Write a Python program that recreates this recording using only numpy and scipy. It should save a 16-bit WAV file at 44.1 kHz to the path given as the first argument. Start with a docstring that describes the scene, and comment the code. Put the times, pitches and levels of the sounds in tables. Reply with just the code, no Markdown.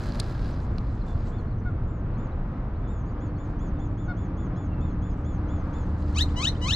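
"""Far traffic drones across a calm lake shore: shaped noise and wavering engine tones, under puffs of light breeze.
Close by, a fishing reel whirrs on uneven gear teeth with line hiss, its clicks ringing modes; it all but stops,
and later a noisy rustle of handling rises near the end. Far birds twitter and chip in short gliding tones, with one
thin reel squeak; a small bird repeats an arched two-voiced peep, a water bird honks twice in nasal harmonic stacks.
At the end a near bird gives three rising calls: harmonics and breath sweeping up through fixed resonances."""
import sys
import numpy as np
from scipy import signal
from scipy.fft import rfft, irfft, next_fast_len
from scipy.io import wavfile
from scipy.ndimage import uniform_filter1d, map_coordinates

SR = 44100
rng = np.random.default_rng(int(sys.argv[2]) if len(sys.argv) > 2 else 0)


def persist_wave(psi):
    """Save psi, clipped to +-1, as 16-bit WAV."""
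    counts = np.round(np.clip(psi, -1, 1) * 32767).astype(np.int16)
    wavfile.write(sys.argv[1], SR, np.atleast_2d(counts).T)


def attenuation_scalar(level_db):
    """Turn a level in dB into a linear amplitude multiplier (20 dB per decade)."""
    decades = np.asarray(level_db, float) / 20
    return 10 ** decades


N = 297675


def unit(x):
    """Scaled to rms 1."""
    return x / np.sqrt(np.mean(x ** 2) + 1e-20)


def along(points, hz):
    """Value columns of a frequency table, read on a log frequency axis."""
    f, *cols = np.transpose(points)
    return np.squeeze([np.interp(np.log(hz + 1), np.log(f + 1), c) for c in cols])


def curves(rows, t=None):
    """One value per sample for each column after the time."""
    s, *cols = np.transpose(rows)
    times = np.arange(N) / SR if t is None else t
    return [np.interp(times, s, c) for c in cols]


def wobble(rate, size=N):
    """A smooth random curve, rate knots a second."""
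    knots = rng.standard_normal(int(size * rate / SR) + 4)
    return map_coordinates(knots, [np.arange(size) * rate / SR])


def filtered(x, response):
    """x times a response of frequency."""
    m = next_fast_len(N + 8192)
    return irfft(rfft(x, m) * response(np.fft.rfftfreq(m, 1 / SR)), m)[..., :N]


def rush(spectrum, width):
    """Stereo noise of rms 1, its side part set below the mid part."""
    noise = rng.standard_normal((2, N))
    mid, side = filtered(noise, lambda hz: attenuation_scalar(along(spectrum, hz) + [0 * hz, along(width, hz)]))
    return unit(np.array([mid + side, mid - side]))


def tone(hz, db):
    """A sine of the given rms level that follows a pitch curve."""
    phase = 2 * np.pi * np.cumsum(hz) / SR + rng.uniform(0, 2 * np.pi)
    return np.sqrt(2) * attenuation_scalar(db) * np.sin(phase)


def gate(t, length, attack, release):
    """Smooth attack, hold and release."""
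    return np.sin(np.pi / 2 * np.clip(t / attack, 0, 1) * np.clip((length - t) / release, 0, 1)) ** 2


def add(out, s, x, pan_db=0):
    """Lays a short sound into a stereo track at time s; positive pan leans left."""
    part = out[:, round(s * SR):][:, :x.shape[-1]]
    part += (attenuation_scalar([[pan_db / 2], [-pan_db / 2]]) * x)[:, :part.shape[1]]


# swell of the traffic roar: (time [s], level [dB])
ROAR_SWELL = [(0, -42), (.3, -43), (1.2, -44.5), (3.3, -44.5), (5, -44), (6.75, -42)]
# colour of the deep rumble: (frequency [Hz], relative level [dB])
RUMBLE_COLOUR = [(12, -28), (20, 3.5), (43, 1), (114, -1.5), (152, -7.5), (184, -9.5), (252, -13),
                 (296, -17.5), (353, -19), (400, -22), (520, -33.5), (880, -120)]
# colour of the roar: (frequency [Hz], relative level [dB])
ROAR_COLOUR = [(150, -42), (260, -10.5), (331, -4), (382, -18.5), (414, -8), (463, -7.5), (502, -6.5),
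               (570, -8.5), (1250, -13), (1620, -20), (2880, -35.5), (6740, -54.5), (8100, -66.5),
               (8900, -84.5), (12000, -104), (15600, -105), (22000, -120)]
# stereo width of rumble and roar: (frequency [Hz], side over mid [dB])
TRAFFIC_WIDTH = [(25, -26), (60, -31), (110, -38.5), (200, -41), (370, -23.5), (670, -13), (1230, -9),
                 (2250, -4), (4130, -3), (7550, 0)]
# how far the right port leads in the roar: (frequency [Hz], phase [rad])
ROAR_LEAD = [(300, 0), (450, 0.18), (780, 0.66), (2200, 0.42), (3400, 1), (3900, 0.15)]
# engine drones swell quickly to a turning point, then fade, hold or (negative fade) creep up:
# (pitch [Hz], turning point [s], level there [dB], swell [dB/s], fade [dB/s])
ENGINE_DRONES = [(77.5, 5.2, -33, 10.5, -1.2), (179.5, 3.9, -40.5, 15, 1.5), (236.4, 4.1, -51, 15, 0),
                 (271, 4.4, -50, 12, 4), (295.1, 3.18, -43.5, 67.5, 0.2), (327, 3.8, -50, 12, 1.5)]
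RUMBLE_DB, RUMBLE_FOLLOWS = -28, 0.33  # level when the roar is at its mean; share of the roar's swings
DRONE_WAVER_HZ, DRONE_FAR_DB = 0.906, -29  # unsteady pitch; lowest level of the swell, relative to its end


def traffic():
    """Near-mono rumble, a wider roar and slightly wavering engine drones."""
    roar_db, = curves(ROAR_SWELL)
    sides = np.array([[-1], [1]])
    roar = filtered(rush(ROAR_COLOUR, TRAFFIC_WIDTH), lambda hz: np.exp(.5j * along(ROAR_LEAD, hz) * sides))
    rumble_db = RUMBLE_DB + RUMBLE_FOLLOWS * (roar_db - roar_db.mean())
    out = attenuation_scalar(rumble_db + 0.54 * wobble(1.24)) * rush(RUMBLE_COLOUR, TRAFFIC_WIDTH)
    out = out + attenuation_scalar(roar_db + 0.82 * wobble(6.6) + [[.4], [-.4]]) * roar
    for hz, s, db, swell_db, fade_db in ENGINE_DRONES:
        t = np.arange(N) / SR - s
        passing_db = np.where(t < 0, np.maximum(swell_db * t, DRONE_FAR_DB), -fade_db * t)
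        out = out + tone(hz + DRONE_WAVER_HZ * wobble(5), db + passing_db + 2.0 * wobble(5))
    return out


# colour of the puffs: (frequency [Hz], relative level [dB])
BREEZE_COLOUR = [(10, -22), (22, 8), (50, 1), (100, -14.5), (150, -34.5), (300, -87.5)]
BREEZE_DB = -65.5


def breeze():
    """Light puffs of air that push the two ports in opposite ways."""
    air = unit(filtered(rng.standard_normal(N), lambda hz: attenuation_scalar(along(BREEZE_COLOUR, hz))))
    puffs = attenuation_scalar(5 * wobble(7) + 2 * wobble(.8)) * air
    return attenuation_scalar(BREEZE_DB) * unit(puffs) * np.array([[1], [-1]])


# resonances of the reel's shell: (frequency [Hz], width [Hz], relative level [dB])
SHELL_MODES = [(585, 21, 4), (1120, 41, -5.5), (1340, 34, 0.5), (1636, 40, -1.5)]
# load on the handle: (time [s], shell level [dB])
HANDLE_LOAD = [(.02, -44.5), (.11, -51.5), (.17, -47.5), (.24, -56), (.3, -47.5), (.36, -52.5), (.41, -58),
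               (.5, -52), (.6, -63), (.7, -74), (.8, -110)]


def reel_shell(contacts):
    """The shell's resonances, shaken by the tooth contacts and driven by the load on the handle."""
    shell = 0
    for centre, width, db in SHELL_MODES:
        mode = filtered(contacts, lambda f: 1j * f * width / (centre * centre - f * f + 1j * f * width))
        shell = shell + attenuation_scalar(db + 3 * wobble(14)) * unit(mode)
    return attenuation_scalar(curves(HANDLE_LOAD)[0]) * unit(shell)


# the reel's whirr, and after 1.6 s the rustle of handling: (time [s], level [dB])
WHIRR_THEN_RUSTLE = [(.03, -51.5), (.16, -54.5), (.26, -55.5), (.38, -58), (.45, -56.5), (.53, -59),
                     (.63, -65), (.74, -71), (.86, -66.5), (1.02, -67.5), (1.16, -66), (1.27, -62.5),
                     (1.36, -77), (1.83, -90), (3.3, -92), (3.47, -77), (3.62, -80.5), (4.36, -99.5),
                     (5.02, -88), (5.27, -77.5), (5.96, -70), (6.08, -61.5)]
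# colour of whirr and rustle: (frequency [Hz], relative level [dB])
WHIRR_COLOUR = [(900, -27.5), (1500, 0), (1900, -9), (3000, -8), (3500, -7), (3850, -6), (4190, -1.5),
                (4550, -7.5), (4870, -4), (5250, -9.5), (5600, -15), (7000, -48)]
# colour of the hiss: (frequency [Hz], relative level [dB])
HISS_COLOUR = [(4500, -36), (5800, 2), (7600, -0.5), (8300, -9.5), (10200, -12), (12000, -20.5),
               (14500, -38)]
TEETH_PER_S, TEETH_DB = 600, 1  # mean rate of uneven contacts; their level against the smooth noise
HISS_DB, HISS_FOLLOWS = -76.5, 0.7  # hiss when the whirr or rustle is at -68.5 dB; share of its swings


def whirr_then_rustle():
    """Whirr roughened by gear teeth, with shell and line hiss; the same noises later serve as handling rustle."""
    level_db, = curves(WHIRR_THEN_RUSTLE)
    hiss_db = HISS_DB + HISS_FOLLOWS * (level_db + 68.5)
    width = [(1500, -10.0), (4500, -22.0), (9000, -3.0)]  # (frequency [Hz], side over mid [dB])
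    contacts = (rng.random(N) < TEETH_PER_S / SR) * attenuation_scalar(3.9 * rng.standard_normal(N))
    rough = unit(filtered(contacts, lambda hz: attenuation_scalar(along(WHIRR_COLOUR, hz))))
    smooth = attenuation_scalar(0.88 * wobble(500) + 1.1 * wobble(40)) * rush(WHIRR_COLOUR, width)
    body = unit(smooth + attenuation_scalar(TEETH_DB) * rough)
    hiss = unit(attenuation_scalar(2.2 * wobble(200) + 3.1 * wobble(25)) * rush(HISS_COLOUR, width))
    mix = attenuation_scalar(level_db) * body + reel_shell(contacts) + attenuation_scalar(hiss_db) * hiss
    return attenuation_scalar([[-1.2], [1.2]]) * mix


# reel clicks, rung 7 dB below the listed level:
# (time [s], level [dB], brightness [dB], left over right [dB])
REEL_CLICKS = [(.068, -40.5, 3, 2.5), (.088, -37.5, 2, -1), (0.122, -35, -7, -5), (0.147, -35.5, -3, 2),
               (0.1986, -23, 12, 5), (0.2014, -17, 0.5, -4), (0.205, -29.5, 0, 0.5), (0.2423, -40, -14, 0),
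               (0.309, -44, -8, -5), (.416, -48, -10, -3), (0.458, -39, -9, 1.5), (.557, -56, -8, 4),
               (0.603, -42.5, -8, 0), (0.7835, -31.5, -12.5, -3.5), (2.2742, -58.5, -1.5, 9),
               (3.51, -64.5, 9, 16), (5.74, -52, 3, 3), (5.785, -50, 2, -1), (6.025, -50, 2, -6)]
# ringing modes of the reel: (frequency [Hz], relative level [dB], t60 [s])
REEL_MODES = [(2870, -7, 0.0047), (3600, -5.5, 0.012), (4130, 3.5, 0.0081), (4480, 6, 0.0057),
              (4870, -8, .007), (7220, -6, 0.0051), (8400, -2, 0.0039), (10300, -12, 0.0048),
              (13000, -17, .003)]


def reel_clicks():
    """Each click rings the reel's modes, which die away in milliseconds."""
    out = np.zeros((2, N))
    t = np.arange(SR // 30) / SR
    for s, db, bright_db, pan_db in REEL_CLICKS:
        ring = 0
        for hz, level, t60 in REEL_MODES:
            # brightness lifts the high modes and lowers the deepest
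            tilt_db = bright_db * ((hz > 6000) - 1.0 * (hz < 3000))
            mode_db = level + tilt_db + rng.normal(0, 1.2, (2, 1)) - 60 * t / t60
            ring = ring + attenuation_scalar(mode_db) * np.sin(2 * np.pi * hz * t)
        onset = 1 - np.exp(-t / .0002)
        add(out, s, attenuation_scalar(db - 7) * ring * onset, pan_db)
    return out


# faint far notes and, at 1.23 s, a thin high squeak of the reel:
# (time [s], length [s], first pitch [Hz], last pitch [Hz], level [dB])
FAINT_NOTES_AND_SQUEAK = [(1.057, .088, 3560, 3460, -64), (0.523, 0.021, 6040, 5900, -65),
                          (1.155, 0.15, 6680, 6660, -80), (1.23, 0.11, 7700, 7550, -74),
                          (1.466, .025, 4150, 4300, -76), (1.57, 0.027, 6500, 5770, -77),
                          (1.585, .025, 6500, 5900, -78), (2.128, 0.043, 3840, 4300, -75.5),
                          (2.312, 0.03, 3620, 4300, -73), (2.548, 0.035, 3220, 4300, -75),
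                          (2.738, 0.033, 3310, 4300, -73), (2.763, 0.018, 4300, 4350, -73),
                          (2.826, 0.07, 3520, 3480, -71), (3.06, .062, 4700, 4600, -78),
                          (3.255, .059, 4540, 4350, -77), (3.352, 0.049, 4300, 4360, -75),
                          (3.75, 0.059, 3600, 3600, -71), (4.552, 0.021, 4140, 3900, -68),
                          (4.565, 0.013, 5400, 5170, -70), (4.673, .19, 2860, 2510, -66),
                          (4.738, .022, 4200, 4280, -76), (4.805, .022, 4700, 4300, -77),
                          (4.902, 0.019, 4200, 4150, -72), (5.103, 0.026, 4700, 5300, -74),
                          (6.245, 0.086, 7650, 6950, -72)]
# one bird's even series of a falling chip:
# (first time [s], spacing [s], length [s], first pitch [Hz], last pitch [Hz])
CHIP_SERIES = (.752, .1246, .036, 4600, 3880)
# each chip of that series: (level [dB])
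CHIP_SERIES_DB = [-72, -73, -66, -79, -69, -67, -71, -78]
TWITTER_PER_S, TWITTER_HZ, TWITTER_DB, TWITTER_S = 14, 4300, -90.5, 0.042  # means; each note's length
NOTE_WAVER_HZ = 35


def faint_notes_and_squeak():
    """Diffuse far twitter, short far chips and a reel squeak, each a gliding, fluttering tone."""
    out = np.zeros((2, N))
    twitter = []
    for k, (a, b, c, d) in enumerate(rng.standard_normal((round(TWITTER_PER_S * N / SR), 4))):
        start = k / TWITTER_PER_S + 0.024 * abs(a)
        twitter.append((start, TWITTER_S, TWITTER_HZ + 300 * b, TWITTER_HZ + 300 * c, TWITTER_DB + 3 * d))
    first_s, spacing, *glide = CHIP_SERIES
    series = [(first_s + k * spacing, *glide, db) for k, db in enumerate(CHIP_SERIES_DB)]
    for s, length, first_hz, last_hz, db in twitter + FAINT_NOTES_AND_SQUEAK + series:
        u = np.arange(round(length * SR)) / (length * SR)
        hz = first_hz + (last_hz - first_hz) * u + NOTE_WAVER_HZ * wobble(90, len(u))
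        note = np.sin(np.pi * u) ** 0.73 * tone(hz, db + 3.2 * wobble(180, len(u)))
        add(out, s, note, rng.normal(.8, 3))
    return out


# how fast the echoes off water and bank die: (frequency [Hz], t60 [s])
SHORE_DECAY = [(1000, 0.17), (4000, 0.11), (10000, 0.18)]


def shore(x):
    """Each frequency of the echoes dies at its own speed."""
    hz, t, z = signal.stft(rng.standard_normal((2, SR // 3)), SR, nperseg=256)
    tail = signal.istft(z * attenuation_scalar(-60 * t / along(SHORE_DECAY, hz)[:, None]), SR, nperseg=256)[1]
    late = np.pad(x, ((0, 0), (200, 0)))
    return signal.fftconvolve(late, tail / np.linalg.norm(tail[0]), axes=1)[:, :N]


# small bird: (time [s], length [s], top pitch [Hz], starting overtone level [dB], starting fundamental level [dB])
SMALL_BIRD_PEEPS = [(1.317, .12, 3540, -78, -65), (1.874, 0.14, 3670, -77, -82),
                    (2.177, 0.1, 3600, -72, -72.5), (2.874, 0.16, 3650, -69, -68),
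                    (3.054, 0.076, 3410, -74, -85), (3.202, 0.085, 3520, -70, -70),
                    (3.379, 0.095, 3550, -70, -68.5), (3.59, 0.11, 3470, -66, -67),
                    (3.789, 0.093, 3510, -68, -65), (3.974, .11, 3540, -69, -65.5),
                    (4.166, 0.11, 3490, -68.5, -67.5), (4.368, .11, 3500, -68, -65.5),
                    (4.559, .115, 3510, -68, -65.5), (4.803, 0.14, 3600, -71.5, -64.5),
                    (5.017, 0.13, 3490, -68.5, -66), (5.244, 0.134, 3510, -67, -65),
                    (5.482, 0.14, 3480, -68, -64), (5.729, 0.12, 3540, -65.5, -64)]
LIFT_HZ, LIFT_S, CREST_S = 625, 0.011, 0.036  # a peep slides up to its top, reached at the crest
FALL_HZ, END_DROP_HZ = 200, 270  # after the crest all sag, then drop at the end
USUAL_TOP_HZ, SLIP_PER_TOP, SLIP_S = 3470, 0.8, .024  # after the crest tops slip towards the usual pitch
PEEP_ATTACK_S, PEEP_RELEASE, LOW_ATTACK_S = 0.0029, 0.06, 0.012  # release as share of length; late fundamental
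WAVER_HZ = 12  # no arch is quite smooth
OVERTONE_FADE_DB, LOW_FADE_DB = 6.5, 14  # over the fall
SPLIT_HZ, SPLIT_FROM, SECOND_DB = 180, .3, -3.5  # at the fundamental; share of the fall; against the first voice


def small_bird():
    """Arched peeps with an octave; the second side of the voice box drifts flat as each one falls."""
    out = np.zeros((2, N))
    for s, length, top_hz, over_db, low_db in SMALL_BIRD_PEEPS:
        t = np.arange(round(length * SR)) / SR
        fallen = np.clip((t - CREST_S) / (length - CREST_S), 0, 1)
        slipped = 1 - np.exp(-(np.maximum(t - CREST_S, 0) / SLIP_S) ** 2)
        slip_hz = SLIP_PER_TOP * (top_hz - USUAL_TOP_HZ) * slipped
        lift_hz = LIFT_HZ * np.exp(-CREST_S / LIFT_S) - LIFT_HZ * np.exp(-t / LIFT_S)
        arch_hz = top_hz + lift_hz - slip_hz - FALL_HZ * fallen ** 1.1 - END_DROP_HZ * fallen ** 6
        hz = uniform_filter1d(arch_hz, 200, mode="nearest") + WAVER_HZ * wobble(30, len(t))
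        shape = gate(t, length, PEEP_ATTACK_S, PEEP_RELEASE * length)
        flutter = [0.75 * wobble(65, len(t)) for voice in range(3)]
        first = tone(2 * hz, over_db - OVERTONE_FADE_DB * fallen + flutter[0])
        second_db = over_db + SECOND_DB - 8 * fallen ** 4 + flutter[1]
        second = tone(2 * (hz - SPLIT_HZ * np.sqrt(fallen)), second_db)
        second = np.clip((fallen - SPLIT_FROM) / .2, 0, 1) * second
        low = np.clip(t / LOW_ATTACK_S, 0, 1) * tone(hz, low_db - LOW_FADE_DB * fallen + flutter[2])
        add(out, s, shape * (first + second), -1.2)
        add(out, s, shape * low, 1.5)
    return out


# water bird: (time [s], length [s], pitch [Hz], level [dB], lift of the overtones above the third [dB])
WATER_BIRD_HONKS = [(1.643, 0.066, 730, -47.5, -10), (4.073, 0.064, 734, -43.5, -3.5)]
# nasal harmonics: (multiple of the pitch, relative level [dB])
HONK_HARMONICS = [(1, 0.5), (2, 8), (3, -12), (4, -25.5), (5, -15.5), (6, -18.5), (7, -25), (8, -39.5)]
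HONK_ATTACK_S, HONK_RELEASE_S, HONK_FADE_DB_PER_S = .028, .024, 60
HONK_ARCH_HZ, HONK_ARCH_S, HONK_END_DROP_HZ = 30, 0.0074, 75  # slides up to its pitch, then drops


def water_bird():
    """Two nasal honks: harmonic stacks on one shared, arching pitch."""
    out = np.zeros((2, N))
    for s, length, pitch_hz, db, upper_db in WATER_BIRD_HONKS:
        t = np.arange(round(length * SR)) / SR
        hz = pitch_hz - HONK_ARCH_HZ * np.exp(-t / HONK_ARCH_S) - HONK_END_DROP_HZ * (t / length) ** 3.2
        fading_db = db - HONK_FADE_DB_PER_S * t
        honk = sum(tone(k * hz, fading_db + level + upper_db * (k > 3)) for k, level in HONK_HARMONICS)
        add(out, s, gate(t, length, HONK_ATTACK_S, HONK_RELEASE_S) * honk, 1.5)
    return out


# near bird: (start [s], end [s], attack [s], opening scoop [Hz], hoarseness [dB])
RISING_CALLS = [(6.13, 6.2355, 0.08, -300, 5), (6.353, 6.499, 0.016, -11, 1.5),
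                (6.609, 6.755, 0.011, -9.5, 0.5)]
# every rising call ends alike: (time from the end [s], pitch [Hz], effort [dB])
CALL_SWEEP = [(-.145, 978, -26), (-.11, 995, -16), (-.085, 1082, -12), (-.065, 1263, -6), (-.05, 1369, -5),
              (-.037, 1686, -6.5), (-.025, 1830, -1), (-.012, 2042, -8), (0, 2150, -4.5)]
# the voice's harmonics: (multiple of the pitch, relative level [dB])
CALL_HARMONICS = [(1, -3), (2, 5.5), (3, -1), (4, -4), (5, -3), (6, -5), (7, -7.5), (8, -6.5), (9, -20),
                  (10, -30.5), (11, -17), (12, -10)]
# colour on the way to each microphone port: (frequency [Hz], left gain [dB], right gain [dB])
CALL_PATH = [(875, -23, -31), (1740, -32, -48), (2230, -30.5, -34), (2340, -31.5, -36), (2680, -30.5, -43),
             (3050, -22.5, -22), (3230, -33.5, -37.5), (3600, -31.5, -38.5), (4150, -29.5, -26.5),
             (4500, -31.5, -30.5), (4780, -30.5, -29.5), (5090, -41.5, -38), (5500, -38, -39.5),
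             (5900, -30.5, -29), (6400, -36, -36), (6950, -33.5, -30.5), (7300, -42, -44.5),
             (7800, -37.5, -40), (8170, -38.5, -38.5), (8470, -64, -50), (9540, -51, -46),
             (11200, -48, -66), (13000, -59.5, -75), (15000, -78.5, -92)]
SCOOP_S, RISE_RELEASE_S = .02, 0.011
PORT_LEAD_S, WATER_S = .000015, 0.0058  # half the lead of the left port; detour off the water


def near_bird():
    """Harmonic stacks sweeping up through fixed resonances, clean at first and rough at full effort."""
    out = np.zeros((2, N))
    for start, end, attack, scoop_hz, hoarse_db in RISING_CALLS:
        t = np.arange(round((end - start) * SR)) / SR
        hz, db = curves(CALL_SWEEP, t + start - end)
        jitter = .016 * attenuation_scalar(db / 2) * wobble(300, len(hz))
        hz = uniform_filter1d(hz + scoop_hz * np.exp(-t / SCOOP_S), 250, mode="nearest") * (1 + jitter)
        purer_db = 13 * np.log2(hz / 1400)  # the higher the pitch, the more the second partial rules
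        stack = 0
        for k, level in CALL_HARMONICS:
            rough_db = 0.7 * k * attenuation_scalar(db / 2 + hoarse_db) * wobble(350, len(hz))
            partial = tone(k * hz, db + level + purer_db * ((k == 2) - .5) + rough_db)
            stack = stack + partial * (k * hz < 15000)
        breath = attenuation_scalar(.9 * db - 5 + hoarse_db) * np.diff(rng.standard_normal(len(hz) + 2), 2)
        add(out, start, gate(t, end - start, attack, RISE_RELEASE_S) * (stack + breath))

    def arrival(hz):
        """The sound reaches the left port a little early, and both once more off the water."""
        lead = np.exp(2j * np.pi * hz * PORT_LEAD_S * np.array([[1], [-1]]))
        return lead * (1 + attenuation_scalar(-13.0) * np.exp(-2j * np.pi * hz * WATER_S))

    return filtered(out, lambda hz: attenuation_scalar(along(CALL_PATH, hz)) * arrival(hz))


def scatter(x, t60, delay):
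    """A short dense burst of reflections, different at each port."""
    t = np.arange(round(t60 * SR)) / SR
    burst = rng.standard_normal((2, len(t))) * attenuation_scalar(-60 * t / t60)
    late = np.pad(x, ((0, 0), (round(delay * SR), 0)))
    return signal.fftconvolve(late, burst / np.linalg.norm(burst[0]), axes=1)[:, :N]


BANK_S, BANK_DB = 0.096, -28  # delay and level of the far bank's echo
NEAR_GROUND_S, NEAR_GROUND_DB = .035, -5  # t60 and level of the scatter off reeds and ground


def ground_and_bank(x):
    """Dense scatter off reeds and ground at once, then a dulled echo off a far bank."""
    bank = filtered(scatter(x, 0.032, BANK_S), lambda hz: 1 / (1 + (hz / 4500) ** 4))
    return x + attenuation_scalar(NEAR_GROUND_DB) * scatter(x, NEAR_GROUND_S, 0.000988) + attenuation_scalar(BANK_DB) * bank


def scene():
    """Birds and squeak in the shore's echoes, the small bird the wettest; whirr, rustle and clicks dry and near."""
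    near = ground_and_bank(near_bird())
    small = small_bird()
    faint = faint_notes_and_squeak() + water_bird()
    echoes = shore(attenuation_scalar(-10.0) * near + attenuation_scalar(-8.5) * small + attenuation_scalar(-10.0) * faint)
    return traffic() + breeze() + whirr_then_rustle() + reel_clicks() + near + small + faint + echoes


def low_pass(x):
    """Removes everything above the highest recorded frequency."""
    return signal.sosfilt(signal.butter(12, 14420, fs=SR, output="sos"), x)


def record(dry):
    """A small camera's steep low cut near 21 Hz thins the deepest rumble."""
    mix = filtered(dry, lambda hz: 1 / np.sqrt(1 + (22 / (hz + 1)) ** 8))
    return low_pass(mix)


dry = scene()
out = record(dry)
persist_wave(out)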